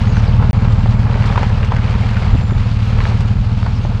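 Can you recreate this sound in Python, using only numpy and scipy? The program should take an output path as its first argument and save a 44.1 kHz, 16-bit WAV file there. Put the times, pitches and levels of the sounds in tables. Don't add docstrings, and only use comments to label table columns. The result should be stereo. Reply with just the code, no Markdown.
import sys
import numpy as np
from scipy import signal
from scipy.fft import rfft, irfft, next_fast_len
from scipy.io import wavfile
from scipy.ndimage import map_coordinates

SR = 44100
rng = np.random.default_rng(int(sys.argv[2]) if len(sys.argv) > 2 else 0)


def transcribe(u):
    v = np.clip(np.atleast_2d(u).T, -1, 1)
    q = np.round(v * 32767).astype(np.int16)
    wavfile.write(sys.argv[1], SR, q)


N = 176400


def amp(db):
    return 10 ** (np.asarray(db) / 20)


def unit(x):
    return x / np.sqrt(np.mean(x ** 2) + 1e-20)


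def along(points, hz):
    f, values = np.transpose(points)
    return np.interp(np.log(hz + 1), np.log(f + 1), values)


def curves(rows):
    times, *columns = np.transpose(rows)
    return [np.interp(np.arange(N) / SR, times, column) for column in columns]


def wobble(rate, size=N):
    coarse = np.arange(0, size + 16, 16)
    knots = rng.standard_normal(int(size * rate / SR) + 4)
    return np.interp(np.arange(size), coarse, map_coordinates(knots, [coarse * rate / SR]))


def filtered(x, response):
    n = x.shape[-1]
    padded = next_fast_len(n + 8192)
    return irfft(rfft(x, padded) * response(np.fft.rfftfreq(padded, 1 / SR)), padded)[..., :n]


def add(out, s, x):
    part = out[:, max(round(s * SR), 0):][:, :x.shape[-1]]
    part += x[..., :part.shape[1]]


# f/Hz, correlation
CORRELATION = [(130, 0.99), (640, 0.93), (1400, 0.84), (3100, 0.75), (6800, 0.22), (15000, 0.17)]
def spread(pair, spectrum):
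    def response(hz):
        angle = np.arccos(np.clip(along(CORRELATION, hz), -1, 1)) / 2
        return amp(along(spectrum, hz)) * [np.cos(angle), np.sin(angle)]
    mid, side = filtered(pair, response)
    return unit(np.array([mid + side, mid - side]))


def noise(spectrum, size=N):
    return spread(rng.standard_normal((2, size)), spectrum)


# t/s, duration/s, start f/Hz, end f/Hz, level/dB
BIRD_CALLS = [(0.057, 0.085, 6700, 6600, -48), (0.143, 0.063, 6070, 5500, -44),
              (0.255, 0.048, 4780, 4400, -41.5), (3.613, 0.061, 5420, 4430, -47),
              (3.747, 0.045, 5600, 4700, -43), (3.822, 0.044, 6750, 5950, -49.5)]
def bird():
    out = np.zeros((2, N))
    for s, duration, start_hz, end_hz, db in BIRD_CALLS:
        progress = np.linspace(0, 1, int(duration * SR))
        hz = start_hz + (end_hz - start_hz) * progress + 280 * wobble(600, len(progress))
        envelope = amp(db - 3) * np.sqrt(2 * np.abs(np.sin(np.pi * progress)))
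        add(out, s, envelope * np.sin(2 * np.pi * np.cumsum(hz) / SR))
    return out


# f/Hz, level/dB
BREEZE_SPECTRUM = [(10, -14), (28, -8), (60, -2.5), (150, -17.5), (300, -31), (800, -66)]
def breeze():
    envelope = amp(-34 + 6 * wobble(6.95))
    rumble = filtered(rng.standard_normal((2, N)), lambda hz: amp(along(BREEZE_SPECTRUM, hz)))
    return envelope * unit(rumble)


# t/s, level/dB, Gaussian width/s, upper edge f/Hz
EDDIES = [(1.502, -14, 0.02, 55), (1.61, -18, 0.03, 54), (1.969, -12, 0.02, 70), (2.311, -8, 0.044, 80),
          (2.353, -3.5, 0.0058, 215), (2.44, -3, .013, 86), (2.523, -6.5, 0.0033, 274),
          (2.58, -4, .016, 69), (2.969, -7, 0.034, 70.4), (3.105, -8, 0.015, 55), (3.411, -6, 0.016, 55)]
def gusts():
    out, t = np.zeros((2, N)), np.arange(-SR // 8, SR // 8) / SR
    for s, db, width, edge_hz in EDDIES:
        bell = np.exp(-(t / width) ** 2 / 2)
        burst = bell * rng.standard_normal((2, len(t)))
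        eddy = filtered(burst, lambda hz: hz ** 2 / (hz ** 2 + 22 ** 2) / (1 + (hz / edge_hz) ** 3))
        eddy *= np.linalg.norm(bell) / np.linalg.norm(eddy, axis=1, keepdims=True)
        add(out, s + t[0], amp(db - 1.5) * eddy * amp([[0], [-7]]))
    return out


# t/s, f/Hz, level/dB
WHISTLE = [(.53, 6780, -72), (.58, 6940, -57), (.72, 7390, -59), (.99, 7390, -61), (1.1, 7200, -85),
           (1.8, 7180, -70), (2.05, 7350, -61), (2.3, 7250, -56), (2.52, 7160, -51), (2.57, 7010, -59),
           (3, 6580, -78), (3.27, 6780, -59), (3.39, 7080, -61), (3.5, 7300, -80)]
def turbo():
    hz, db = curves(WHISTLE)
    phase = 2 * np.pi * np.cumsum(hz + 42 * wobble(220)) / SR
    flutter_db = 3.7 * np.array([wobble(50), wobble(50)])
    return np.sqrt(2) * np.sin(phase) * amp(db + flutter_db)


# t/s, level/dB
SPRAY_EVENTS = [(0.7205, -32.5), (1.257, -26), (1.6447, -29), (3.2041, -27.5)]
# f/Hz, level/dB
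SPRAY_SPECTRUM = [(1000, -18), (3000, -2.5), (5000, -2.5), (8000, -13), (11000, -28.5), (15000, -59.5)]
def sprays(rise_s=.001, t60=.08):
    out, t = np.zeros((2, N)), np.arange(SR // 5) / SR
    envelope = amp(-4 - 60 * t / t60) * (1 - np.exp(-t / rise_s))
    for s, db in SPRAY_EVENTS:
        add(out, s, amp(db) * envelope * noise(SPRAY_SPECTRUM, len(t)))
    return out


# t/s, level/dB
GRAVEL_SCRUB = [(0, -41), (.4, -43), (1.05, -42.5), (1.3, -35.5), (1.6, -39.5), (1.95, -36), (2.3, -37.5),
                (2.45, -42), (2.75, -42), (3.05, -41), (3.4, -48), (4, -63)]
def pebbles(per_s=400, centre_hz=2148, t60=.016, top_hz=7000):
    out, t = np.zeros((2, N)), np.arange(SR // 25) / SR
    sides = np.array([[1], [-1]])
    for when, size, pitch, pan, lag in rng.random((int(per_s * N / SR), 5)):
        hz = centre_hz * 2 ** (.45 * np.arctanh(1.98 * (pitch - .5)))
        db = 4.5 * min(-np.log(1 - size), 3)
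        ring = amp(db - 60 * t / t60) * np.sin(2 * np.pi * hz * t + sides * (lag - .5))
        add(out, when * N / SR, ring * (1 + sides * (pan - .5)))
    clicks = filtered(out, lambda hz: 1 / (1 + (hz / top_hz) ** 6))
    return unit(clicks) * amp(curves(GRAVEL_SCRUB)[0])


# t/s, level/dB
LOUD_CRACKS = [(1.143, -13), (1.242, -12), (1.302, -13), (1.377, -6), (1.631, -14), (1.765, -12),
               (2.989, -17), (3.005, -10), (3.054, -9), (3.63, -13)]
def cracks(per_s=130, centre_hz=1250, t60=.0035, top_hz=4200):
    out, t = np.zeros((2, N)), np.arange(SR // 100) / SR
    when, sizes = rng.random((int(per_s * N / SR), 2)).T
    times = when * N / SR
    excess_db = 9 + 3.5 * np.minimum(-np.log(1 - sizes), np.e)
    levels = np.interp(times, *np.transpose(GRAVEL_SCRUB)) + excess_db
    for s, db in [*LOUD_CRACKS, *zip(times, levels)]:
        hz = centre_hz * 2 ** (.35 * rng.normal())
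        add(out, s, np.sqrt(2) * amp(db - 60 * t / t60) * np.cos(2 * np.pi * hz * t))
    return filtered(out, lambda hz: 1 / (1 + (hz / top_hz) ** 4))


# t/s, level/dB, relative treble level/dB, ring f/Hz
STONE_HITS = [(0.168, -18, -3, 900), (0.237, -18, -15.5, 1320), (0.425, -12, -19, 870),
              (0.651, -12, -20, 770), (0.681, -17, -11.5, 895), (0.859, -11, -21, 788),
              (1.156, -9.5, -16, 537), (1.324, -17, -8, 1100), (1.358, -11, -12, 1160),
              (1.378, -8.5, -12, 1010), (1.43, -7, -11.5, 847), (1.501, -13.5, -15, 490),
              (1.72, -9, -14.5, 940), (1.765, -13, -9, 586), (2.168, -17.5, -5.5, 1500),
              (2.507, -17, -13.5, 1310), (3.004, -14.5, -20.5, 1050), (3.663, -13, -15, 900),
              (3.85, -10.5, -25, 596)]
# f/(ring f), level/dB
BODY_SPECTRUM = [(.2, -35.5), (.45, -5.5), (1, 3), (1.5, -2.5), (2.4, -16), (4.5, -33), (11, -73.5)]
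# f/Hz, level/dB
EDGE_SPECTRUM = [(500, -27), (1500, 4), (2600, -5), (4500, -14.5), (7000, -22.5), (12000, -53.5)]
def knocks(thud_t60=.018, rattle_t60=.14, ring_t60=.02):
    out, t = np.zeros((2, N)), np.arange(SR // 5) / SR
    attack = 1 - np.exp(-t / .0004)
    decay = amp(-60 * t / thud_t60) + amp(-13.5 - 60 * t / rattle_t60)
    for s, db, treble_db, hz in STONE_HITS:
        body = noise(np.array(BODY_SPECTRUM) * [hz, 1], len(t))
        edge = amp(treble_db + 8) * noise(EDGE_SPECTRUM, len(t))
        thud = amp(-6.5) * attack * decay * (body + edge)
        ring = amp(-2.5 - 60 * t / ring_t60) * np.sin(2 * np.pi * hz * t)
        add(out, s, amp(db) * (thud + ring))
    return out


# f/Hz, level/dB
CRUNCH_SPECTRUM = [(400, -17), (1400, -3), (2000, -5), (2700, -1.5), (3500, -4.5), (4500, -5),
                   (5500, -11.5), (7000, -17), (8500, -24), (10000, -33.5), (12000, -46.5), (15000, -60.5)]
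def crunch(clatter, grains_per_s=260, t60=.013):
    onsets = rng.random(N) < grains_per_s / SR
    impulses = onsets * amp(1.5 * np.minimum(rng.exponential(size=N), 4))
    power_decay = amp(-120 * np.arange(SR // 10) / SR / t60)
    power = signal.fftconvolve(impulses ** 2, power_decay)[:N]
    grit = spread(np.sqrt(np.abs(power)) * rng.standard_normal((2, N)), CRUNCH_SPECTRUM)
    return unit(clatter * noise(CRUNCH_SPECTRUM) + amp(-3.5) * grit)


# t/s, roar level/dB, crunch level/dB
ROAD_LEVELS = [(0, -29, -33.5), (.32, -28, -37), (1.05, -28, -36), (1.41, -24.5, -31.5), (1.48, -29, -34),
               (1.7, -28.5, -37), (1.95, -27, -33), (2.36, -29, -35), (2.42, -32, -37.5), (2.8, -33.5, -35),
               (3.06, -26.5, -33.5), (3.36, -34.5, -37), (3.69, -32, -37.5), (4, -33.5, -36.5)]
# f/Hz, level/dB
ROAR_SPECTRUM = [(100, -14), (320, -8.5), (430, 2.5), (590, -1), (720, -1.5), (890, 1.5), (1000, -1.5),
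                 (1340, -3), (1510, -9), (1680, -8), (1930, -16), (2200, -11), (4000, -38.5), (9000, -68)]
def road(cycle):
    roar_db, crunch_db = curves(ROAD_LEVELS)
    clatter = 1 + .11 * np.cos(2 * np.pi * 6 * cycle)
    jolts = wobble(34.92)
    roar = noise(ROAR_SPECTRUM) * clatter * amp(roar_db - 2 + 1.3 * jolts + .9 * wobble(70))
    grit = crunch(clatter) * amp(crunch_db - 1.5 + .27 * jolts + 1.1 * wobble(25.04))
    return roar + grit * amp([[.45], [-.45]])


# t/s, f/Hz
CYCLE_RATE = [(0.0, 6.1347), (0.35, 6.326), (0.8, 6.2343), (1.1, 6.451), (1.3, 6.3217), (1.55, 6.121),
              (2.0, 6.276), (2.45, 5.996), (2.75, 6.1763), (3.3, 6.2463), (4.0, 6.2117)]
def engine_cycles(first_beat=.116):
    return np.cumsum(curves(CYCLE_RATE)[0] * live()) / SR - first_beat


# multiple of the cycle rate, level/dB
HARMONICS = [(6, -21), (7, -35), (9, -35), (12, -20.3), (14, -37), (15, -21), (16, -36), (17, -31.5),
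             (18, -16.7), (20, -37), (21, -27.5), (23, -37), (24, -37), (26, -32), (27, -34.5), (30, -32.5),
             (31, -37), (33, -29.5), (35, -42), (36, -38.5), (39, -43), (41, -44)]
# f/Hz, level/dB
GAS_SPECTRUM = [(20, -17.5), (45, -6.5), (110, 2.5), (160, -1), (255, -9), (300, -18), (500, -40.5),
                (1000, -86.5)]
# t/s, level/dB
EXHAUST_LEVELS = [(0, 1), (.45, 3.5), (1.1, 1), (1.4, -0.1), (2, -0.5), (2.7, -0.9), (3.3, -0.7), (4, -1.5)]
def exhaust(cycle, resonance_hz=129, width_hz=20):
    tone = np.zeros(N)
    mean_cycle_hz = np.mean(CYCLE_RATE, axis=0)[1]
    for order, db in HARMONICS:
        hz = order * mean_cycle_hz
        if order % 3:
            lag = rng.uniform(0, 2 * np.pi)
        else:
            lag = 2 * np.arctan2(hz * width_hz, resonance_hz ** 2 - hz ** 2)
        amplitude = np.sqrt(2) * amp(db + .6 * wobble(8.1))
        tone -= amplitude * np.cos(2 * np.pi * order * cycle - lag + .15 * wobble(9))
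    gas = amp(-24) * noise(GAS_SPECTRUM) * (1 + .1 * np.cos(2 * np.pi * 3 * cycle))
    envelope = amp(curves(EXHAUST_LEVELS)[0] + .4 * wobble(14))
    return envelope * (tone + gas) * amp([[.5], [-.5]])


def live(start_s=.510, end_s=.531):
    t = np.arange(N) / SR
    return (t < start_s) | (t > end_s)


def scene(left_lag_s=4.5e-5):
    cycle = engine_cycles()
    truck = exhaust(cycle) + road(cycle) + pebbles() + cracks() + knocks() + sprays() + turbo()
    truck = filtered(truck, lambda hz: np.exp(1j * np.pi * hz * left_lag_s * np.array([[-1], [1]])))
    return truck + breeze() + gusts() + bird()


def record(dry, top_hz=15500):
    return filtered(np.clip(dry, -1, 1) * live(), lambda hz: hz < top_hz)


dry = scene()
out = record(dry)
transcribe(out)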